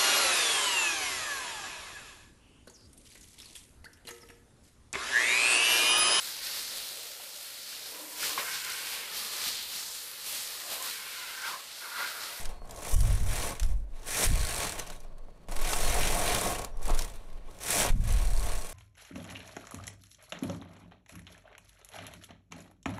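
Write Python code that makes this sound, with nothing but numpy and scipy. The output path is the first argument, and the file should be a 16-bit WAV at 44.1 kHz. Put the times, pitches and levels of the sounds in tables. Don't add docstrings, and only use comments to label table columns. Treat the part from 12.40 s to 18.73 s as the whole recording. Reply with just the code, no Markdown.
import sys
import numpy as np
from scipy import signal
from scipy.fft import rfft, irfft, next_fast_len
from scipy.io import wavfile
from scipy.ndimage import uniform_filter1d

SR = 44100
rng = np.random.default_rng(int(sys.argv[2]) if len(sys.argv) > 2 else 0)


def bounce(signal):
    frames = np.transpose(np.atleast_2d(signal))
    limited = np.clip(frames, -1, 1)
    pcm = np.round(limited * 32767).astype(np.int16)
    wavfile.write(sys.argv[1], SR, pcm)


def magnitude_from_level(level_db):
    exponent = np.asarray(level_db, float) / 20
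    return 10 ** exponent


N = 279133


def rms_one(x):
    return x / np.sqrt(np.mean(x ** 2) + 1e-20)


def in_time(rows):
    s, *columns = np.transpose(rows)
    return [np.interp(np.arange(N) / SR, s, c) for c in columns]


def coloured(x, spectrum):
    size = next_fast_len(N)
    hz = np.maximum(np.arange(size // 2 + 1) * SR / size, 1)
    point_hz, point_db = np.transpose(spectrum)
    gain = magnitude_from_level(np.interp(np.log(hz), np.log(point_hz), point_db))
    return rms_one(irfft(rfft(x, size) * gain, size)[:N])


def band(x, low_hz, high_hz, order=2):
    return signal.sosfilt(signal.butter(order, [low_hz, high_hz], "band", fs=SR, output="sos"), x)


def resonance(x, hz, width_hz):
    r = np.exp(-np.pi * width_hz / SR)
    top = np.array([1, 0, -1]) * (1 - r * r) / 2
    return signal.lfilter(top, [1, -2 * r * np.cos(2 * np.pi * hz / SR), r * r], x + 1e-18)


def body(x, modes):
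    rung = 0
    for k, (hz, width_hz, db) in enumerate(modes):
        rung = rung + (-1) ** k * magnitude_from_level(db) * resonance(x, hz, width_hz) / np.sqrt(width_hz)
    return rms_one(rung)


def drift(per_s):
    r = np.exp(-2 * np.pi * per_s / SR)
    return rms_one(signal.lfilter([1], [1, -2 * r, r * r], rng.standard_normal(N + SR))[SR:])


def random_sizes(spread_db, limit):
    return magnitude_from_level(spread_db * np.minimum(rng.exponential(1, N), limit)) * rng.choice([-1, 1], N)


def in_step(first_s, last_s, number, slowing=0):
    along = np.linspace(0, 1, int(round(number)))
    return first_s + (last_s - first_s) * (along - slowing * along * (1 - along)), along


# pitch in Hz, level in dB per Hz.
HUSH_SPECTRUM = [(35, -44), (60, -12.5), (115, -12.5), (339, -27.5), (605, -25), (711, -37.5), (1180, -47),
                 (1420, -41), (14000, -65), (15000, -63)]


def room_hush():
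    return magnitude_from_level(-61) * coloured(band(rng.standard_normal(N), 180, 17000), HUSH_SPECTRUM)


# start in seconds, end in seconds, pitch in Hz, level in dB.
SPRING_RINGS = [(0.1, 0.262, 4340, -66.5), (2.6, 3.062, 4400, -80.5), (2.55, 2.68, 5690, -79),
                (2.572, 2.7, 11670, -89), (3.282, 3.324, 1500, -37), (3.435, 3.485, 4280, -41),
                (4.31, 4.37, 5700, -71)]


def spring_rings():
    out, t = np.zeros(N), np.arange(N) / SR
    for start, end, hz, level_db in SPRING_RINGS:
        fade = np.clip(np.minimum(t - start, end - t) / 0.0092, 0, 1)
        tone = np.sin(2 * np.pi * hz * t + 0.4 * drift(40))
        out += magnitude_from_level(level_db) * fade * magnitude_from_level(1.5 * drift(30)) * tone
    return out


def room(x):
    t60_s, level_db = 0.13, -14.5
    t = np.arange(SR // 2) / SR
    tail = band(rng.standard_normal(len(t)), 200, 6700, order=1) * magnitude_from_level(-60 * t / t60_s)
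    tail = tail * (t > 0.004)
    return magnitude_from_level(level_db) * signal.fftconvolve(x, tail / np.sqrt(np.sum(tail ** 2)))[:N]


def lumps(low_hz, high_hz, even=0.6):
    x = rms_one(band(rng.standard_normal(N + SR), low_hz, high_hz, order=3)[SR:])
    height = np.sqrt(uniform_filter1d(x ** 2, size=int(SR / low_hz)) + 0.056)
    return rms_one(x / height ** even)


# time in seconds, level of the deep lumps in dB, level of the faster eddies in dB relative to them.
AIR_PUSHES = [
    [(0.0, -47, 7), (0.06, -27, -17), (0.382, -54, 5), (0.52, -34, -18)],
    [(0.535, -26, 6), (0.677, -30.5, 11.5), (0.937, -27.5, -1.5), (1.2, -44, -10)],
    [(1.225, -28.5, 7.5), (1.311, -27.5, 6.5), (1.619, -38.5, -17), (1.84, -47, -12)],
    [(1.855, -25.5, 6.5), (2.067, -35, 5), (2.149, -47, 7), (2.625, -37.5, -30), (2.783, -38.5, -21),
     (2.925, -44.5, -5), (3.07, -59, -0.5)],
    [(3.09, -31, -21), (3.19, -25.5, -43), (3.5, -23.5, -6), (3.88, -31, -5.5), (4.25, -44, 4)],
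    [(4.53, -16.5, -25), (4.65, -32.5, -9), (4.87, -41.5, -11), (5.01, -35, -14), (5.23, -57.5, 5),
     (5.49, -32, -5)],
    [(5.51, -35.5, 10), (5.772, -26, 7), (6.012, -24.5, -2), (6.194, -29, -5), (6.33, -37.5, -25.5)],
]
# start in seconds, peak of the first swing in dB, pitch of the swing in Hz,
# level of the flutter in dB, time the flutter holds in seconds.
GUST_STARTS = [(0.544, -17, 22.6, -32.5, .3), (1.232, -33, 40, -53, 0.025), (1.295, -21, 14.6, -62, 0.0054),
               (1.861, -26, 25, -30.5, 0.07), (3.176, -21.5, 11, -68, .05), (5.503, -13, 25.2, -31.5, 0.18)]


def air():
    deep_db, eddies_db = in_time(np.vstack(AIR_PUSHES))
    out = magnitude_from_level(deep_db) * (magnitude_from_level(-0.55) * lumps(7.1, 22.1) + magnitude_from_level(eddies_db - 4) * lumps(20.6, 53.4))
    force_db, weight_db = effort()
    flutter = magnitude_from_level(force_db + weight_db - 8.5)
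    flutter = flutter + magnitude_from_level(deep_db + eddies_db - 20.5)
    t = np.arange(N) / SR
    for s, peak_db, hz, flutter_db, held_s in GUST_STARTS:
        since = np.maximum(t - s, 0)
        out += magnitude_from_level(peak_db + 6) * np.sin(2 * np.pi * since * hz) * np.exp(-1.6 * since * hz)
        fall_db = 125 * np.maximum(since - held_s, 0)
        flutter += magnitude_from_level(flutter_db - fall_db) * np.minimum(since / 0.066, 1)
    soft = lumps(49, 121.2, even=0.2)
    slaps = magnitude_from_level(-21) * lumps(122, 232, even=0.01) * magnitude_from_level(5.8 * drift(17))
    return out + magnitude_from_level(-2.5) * flutter * (soft + slaps)


# time in seconds, drop in dB, recovery in seconds.
LEVEL_DROPS = [(0.552, 9.5, 0.47), (1.868, 8, 0.33), (4.256, 5, 0.071), (4.652, 3.5, 0.14),
               (5.512, 9.5, 0.32)]


def pressed():
    t = np.arange(N) / SR
    gain_db = np.zeros(N)
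    for s, drop_db, back_s in LEVEL_DROPS:
        gain_db -= drop_db * (t > s) * np.exp(-np.maximum(t - s, 0) / back_s)
    return magnitude_from_level(gain_db)


# time in seconds, level in dB.
RAIL_LEVEL = [(3.15, -63), (3.388, -35), (3.422, -46), (3.596, -33), (3.64, -55), (3.758, -36.5),
              (4.108, -36), (4.25, -69)]


def rail_ring():
    rail_hz, width_hz = 714, 55
    silent_before, silent_after = [(0, -100), (3.1, -100)], [(4.3, -100)]
    level_db, = in_time(silent_before + list(RAIL_LEVEL) + silent_after)
    once = resonance(rng.standard_normal(N), rail_hz, width_hz)
    return magnitude_from_level(level_db - 5) * rms_one(resonance(once, rail_hz, width_hz))


# time in seconds, peak in dB.
SHELL_KNOCKS = [(.219, -40.5), (1.11, -25.5), (2.508, -38), (2.885, -45), (4.323, -55), (3.086, -37.5),
                (5.45, -23), (5.48, -26)]
# pitch in Hz, width in Hz, level in dB.
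SHELL_MODES = [(108.7, 7.6, -9.5), (184.7, 34, -6.5), (269, 49, -7.5), (408, 120, -1.5), (559, 88, 0.5),
               (703, 138, 1.5), (925, 134, -1), (1090, 147, -1.5)]


def knocks():
    blows = np.zeros(N)
    for s, peak_db in SHELL_KNOCKS:
        blows[round(s * SR)] = magnitude_from_level(peak_db)
    rung = np.zeros(N)
    for hz, width_hz, db in SHELL_MODES:
        rung += magnitude_from_level(db) * resonance(blows, hz, width_hz * 0.5) * SR / (np.pi * width_hz)
    return magnitude_from_level(-6.5) * band(rung, 54, 970)


# first time in seconds, last time in seconds, number of latches,
# slowing from 0 to 1, peak in dB.
LATCH_ROWS = [(1.872, 1.9021, 3, 0.05, -20), (1.9194, 2.1828, 15, 0, -16.5), (2.204, 2.3224, 6, 0.22, -20),
              (5.691, 5.854, 7, 0, -27), (5.8725, 6.0587, 7, 0, -26), (6.0936, 6.27, 5, 0.1, -28)]
# pitch in Hz, width in Hz, level in dB.
LATCH_MODES = [(4340, 350, 0.5), (6630, 900, -3), (8570, 820, 3.5), (12300, 2000, -12)]


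def ratchet(size=600):
    out, t = np.zeros(N + size), np.arange(size) / SR
    for first_s, last_s, number, slowing, peak_db in LATCH_ROWS:
        for s in in_step(first_s, last_s, number, slowing)[0]:
            scrape = 0.12 * rng.standard_normal(size) * np.exp(-t / 0.0008)
            click = body((t == 0) + scrape, LATCH_MODES)
            at = round(s * SR)
            level = magnitude_from_level(peak_db + 1.5 * rng.standard_normal())
            out[at:at + size] += level * click / np.max(np.abs(click))
    return out[:N]


# time in seconds, peak in dB, ring in Hz, low part in dB relative.
SINGLE_TICKS = [(0.0313, -39, 8780, -8), (0.0548, -32, 6360, 2), (0.3087, -35.5, 7250, -20),
                (0.3608, -39.5, 6800, -8), (0.6056, -21, 8630, -8), (1.1049, -32, 8000, 6),
                (1.1971, -26.5, 6200, -1.5), (1.2309, -28.5, 5840, 2.5), (1.8384, -18, 8060, -26),
                (2.3909, -30, 7100, -20), (2.3957, -24.5, 6200, 2), (2.4727, -38, 6300, -3),
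                (2.5007, -33, 7150, 3), (2.603, -45, 6130, -11), (2.7821, -54, 8300, 0),
                (3.0855, -48.5, 8810, 10.5), (3.121, -37, 9100, 5.5), (3.1642, -30.5, 8600, 4.5),
                (3.332, -27, 8600, 10.5), (3.9479, -25, 10300, 8), (4.5473, -29.5, 10400, -14),
                (4.5824, -34, 7230, -12), (4.5905, -24.5, 5700, -1), (4.6205, -29, 5300, -20),
                (4.9013, -61, 5540, 12), (4.929, -54, 5100, 6), (5.1098, -52, 6120, 2),
                (5.461, -26, 10260, -23), (5.6381, -37, 7880, -3), (5.7233, -25, 10100, -20)]
# first time in seconds, last time in seconds,
# number of needles, first level in dB, last level in dB.
STEP_TICKS = [(0.2535, 0.2947, 3, -53, -50), (0.3472, 0.509, 9, -46, -35), (1.245, 1.28, 3, -45, -50),
              (1.3024, 1.4, 4, -52, -57), (1.5952, 1.7702, 8, -53, -29), (3.1963, 3.22, 2, -37, -36),
              (4.1915, 4.2463, 3, -35, -29), (4.3705, 4.4167, 3, -48, -50), (4.4288, 4.5046, 4, -38, -32),
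              (4.6987, 4.757, 4, -44, -49), (5.1472, 5.248, 6, -55, -38)]


def tick_rows():
    scatter_db = 2
    rows = list(SINGLE_TICKS)
    for first_s, last_s, number, first_db, last_db in STEP_TICKS:
        times, along = in_step(first_s, last_s, number)
        peak_db = first_db + (last_db - first_db) * along + scatter_db * rng.standard_normal(len(times))
        ring_hz = rng.uniform(5800, 10500, len(times))
        low_db = -13 + 2 * scatter_db * rng.standard_normal(len(times))
        rows += zip(times, peak_db, ring_hz, low_db)
    return rows


def ticks(size=2200):
    out, t = np.zeros(N + size), np.arange(size) / SR
    rise = 1 - np.exp(-t / 0.0005)
    for s, peak_db, hz, low_db in tick_rows():
        crack, knock, tail = rng.standard_normal((3, size))
        sharp = band(crack * rise * np.exp(-t / 0.0022), 3800, 11500)
        ring = resonance(crack * rise * np.exp(-t / 0.003), min(hz, 12500), 450)
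        high = sharp / np.max(np.abs(sharp)) + 0.5 * ring / np.max(np.abs(ring))
        low = band(knock * np.exp(-t / 0.0051), 510, 4500)
        low = magnitude_from_level(low_db - 2.5) * low / np.max(np.abs(low))
        rustle = 0.3 * band(tail, 3000, 12000) * np.exp(-t / 0.009)
        at = round(s * SR)
        out[at:at + size] += magnitude_from_level(peak_db) * (high + rustle + low)
    return out[:N]


# time in seconds, force of the cams on the needles in dB,
# weight on the shell in dB relative to it.
FIRST_STROKES = [
    [(0.0, -53.5, 5), (0.08, -61, 12.5), (0.2, -77, 16.5)],
    [(0.3, -68, 17.5), (0.55, -41, -2.5), (0.68, -42.5, 1.5), (0.84, -49.5, 2.5), (0.93, -40, 2),
     (1.08, -42, 4), (1.19, -61.5, 11.5), (1.25, -58, 5.5), (1.46, -84.5, 14.5)],
    [(1.65, -63, 10), (1.67, -46, -3), (1.838, -32.5, -3.5), (1.93, -42.5, 1.5), (2.23, -40.5, 3),
     (2.41, -55, 9), (2.6, -69, 10), (2.726, -87.5, 25.5), (3.07, -86, 18.5)],
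]
# time in seconds, force in dB, weight in dB relative to
LATER_STROKES = [
    [(3.086, -60, 13.5), (3.312, -40.5, -1), (3.57, -41.5, 3), (3.96, -40, 7), (4.094, -42.5, 7),
     (4.25, -57, 15), (4.33, -80, 22)],
    [(4.415, -74.5, 25.5), (4.43, -56.5, 5), (4.47, -55, 10.5), (4.49, -54.5, 20), (4.57, -55, 11),
     (4.63, -51, 5), (4.788, -72, 15.5), (5.038, -82, 22)],
    [(5.2, -62, 7.5), (5.22, -49.5, -2.5), (5.32, -36.5, -4), (5.42, -34, -1.5), (5.51, -51, 8),
     (5.57, -61, 2.5)],
    [(5.69, -46.5, 7.5), (5.93, -52, 3.5), (6.06, -47, 6.5), (6.25, -54.5, 5), (6.33, -52.5, 1.5)],
]


def effort():
    return in_time(np.vstack(list(FIRST_STROKES) + list(LATER_STROKES)))


def contacts(per_s, spread_db, slide):
    blows = rms_one(random_sizes(spread_db, 5) * (rng.random(N) < per_s / SR))
    return rms_one(blows + slide * rng.standard_normal(N))


def needle_cycle(slack_db):
    per_s = 46 - 1.34 * slack_db
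    phase = (np.cumsum(per_s) / SR + 0.12 * drift(20)) % 1
    burst = np.exp(-2.2 * phase)
    share = np.clip(0.3 + 0.025 * slack_db, 0, 0.6)
    gate = 1 - share + share * burst / np.mean(burst)
    unevenness = np.mean(burst ** 2) / np.mean(burst) ** 2 - 1
    return gate / np.sqrt(1 + share ** 2 * unevenness)


def jingle(gate, per_s, low_hz, high_hz, cycles, count=14):
    blows = random_sizes(5.7, 4) * gate * (rng.random(N) < per_s / SR)
    dealt = rng.integers(0, count, N)
    out = np.zeros(N)
    for k, hz in enumerate(np.geomspace(low_hz, high_hz, count)):
        out += resonance(blows * (dealt == k), hz, hz / cycles)
    return rms_one(out)


# pitch in Hz, level in dB per Hz.
NEEDLE_SPECTRUM = [(1760, -83), (3000, 11), (3450, -12), (4800, -6), (5710, 6), (6570, 2), (9140, 5.5),
                   (11000, 2), (15000, -6), (16000, -3)]
# pitch in Hz, width in Hz, level in dB.
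NEEDLE_MODES = [(3940, 160, 2.5), (5700, 450, -16), (6800, 300, -24), (8240, 150, 33), (9800, 3600, 27.5),
                (10300, 130, 16)]
# pitch in Hz, width in Hz, level in dB.
PLATE_MODES = [(1402, 420, 0), (2190, 510, 5), (2316, 175, 4.5), (2980, 455, 0.5), (3616, 307, 1.5),
               (3934, 800, 2)]


def carriage():
    force_db, weight_db = effort()
    slack_db = -40 - force_db
    cycle = needle_cycle(slack_db) * magnitude_from_level(0.5 * drift(6.3))
    blows = contacts(per_s=3600, spread_db=2, slide=0.95) * cycle

    rings = band(body(blows, NEEDLE_MODES), 3500, 17000)
    needles = rms_one(coloured(blows, NEEDLE_SPECTRUM) + 0.42 * rings)
    needles = rms_one(needles + 0.45 * jingle(cycle, 700, 5500, 11500, cycles=22))
    needles_db = 5.5 + 0.03 * slack_db

    plate = rms_one(band(body(blows + 0.45 * rng.standard_normal(N), PLATE_MODES), 1120, 6300))
    plate = rms_one(plate + 0.3 * jingle(cycle, 400, 1400, 4500, cycles=14))
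    plate_db = 2 + 0.39 * weight_db + 2.07 * drift(4.2)

    shell = body(contacts(per_s=600, spread_db=3.5, slide=1.48) * np.sqrt(cycle), SHELL_MODES)
    shell_db = weight_db + 0.5 + 1.2 * drift(10.3)
    return magnitude_from_level(force_db) * (magnitude_from_level(needles_db) * needles + magnitude_from_level(plate_db) * plate + magnitude_from_level(shell_db) * shell)


def scene():
    machine = carriage() + ticks() + ratchet() + knocks() + rail_ring()
    background = room_hush() + spring_rings()
    return (pressed() * (machine + room(machine)) + air() + background)[None]


def rounded(x, top):
    return x / (1 + np.abs(x / top) ** 6) ** (1 / 6)


def roll_off(x):
    return signal.sosfilt(signal.butter(12, 16520, fs=SR, output="sos"), x)


# start in seconds, end in seconds.
GAP_S = (3.078, 3.0845)


def record(dry):
    ceiling, top_hz = 0.22, 16050
    t = np.arange(N) / SR
    kept = 1 - 1.0 * ((t > GAP_S[0]) & (t < GAP_S[1]))
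    low = signal.sosfiltfilt(signal.butter(2, 150, fs=SR, output="sos"), dry)
    rest = (dry - low) * kept
    x = rounded(rounded(low, 0.8 * ceiling) + rest, ceiling)
    x = signal.sosfilt(signal.cheby2(12, 60, top_hz + 350, fs=SR, output="sos"), x)
    return roll_off(x)


dry = scene()
out = record(dry)
bounce(out)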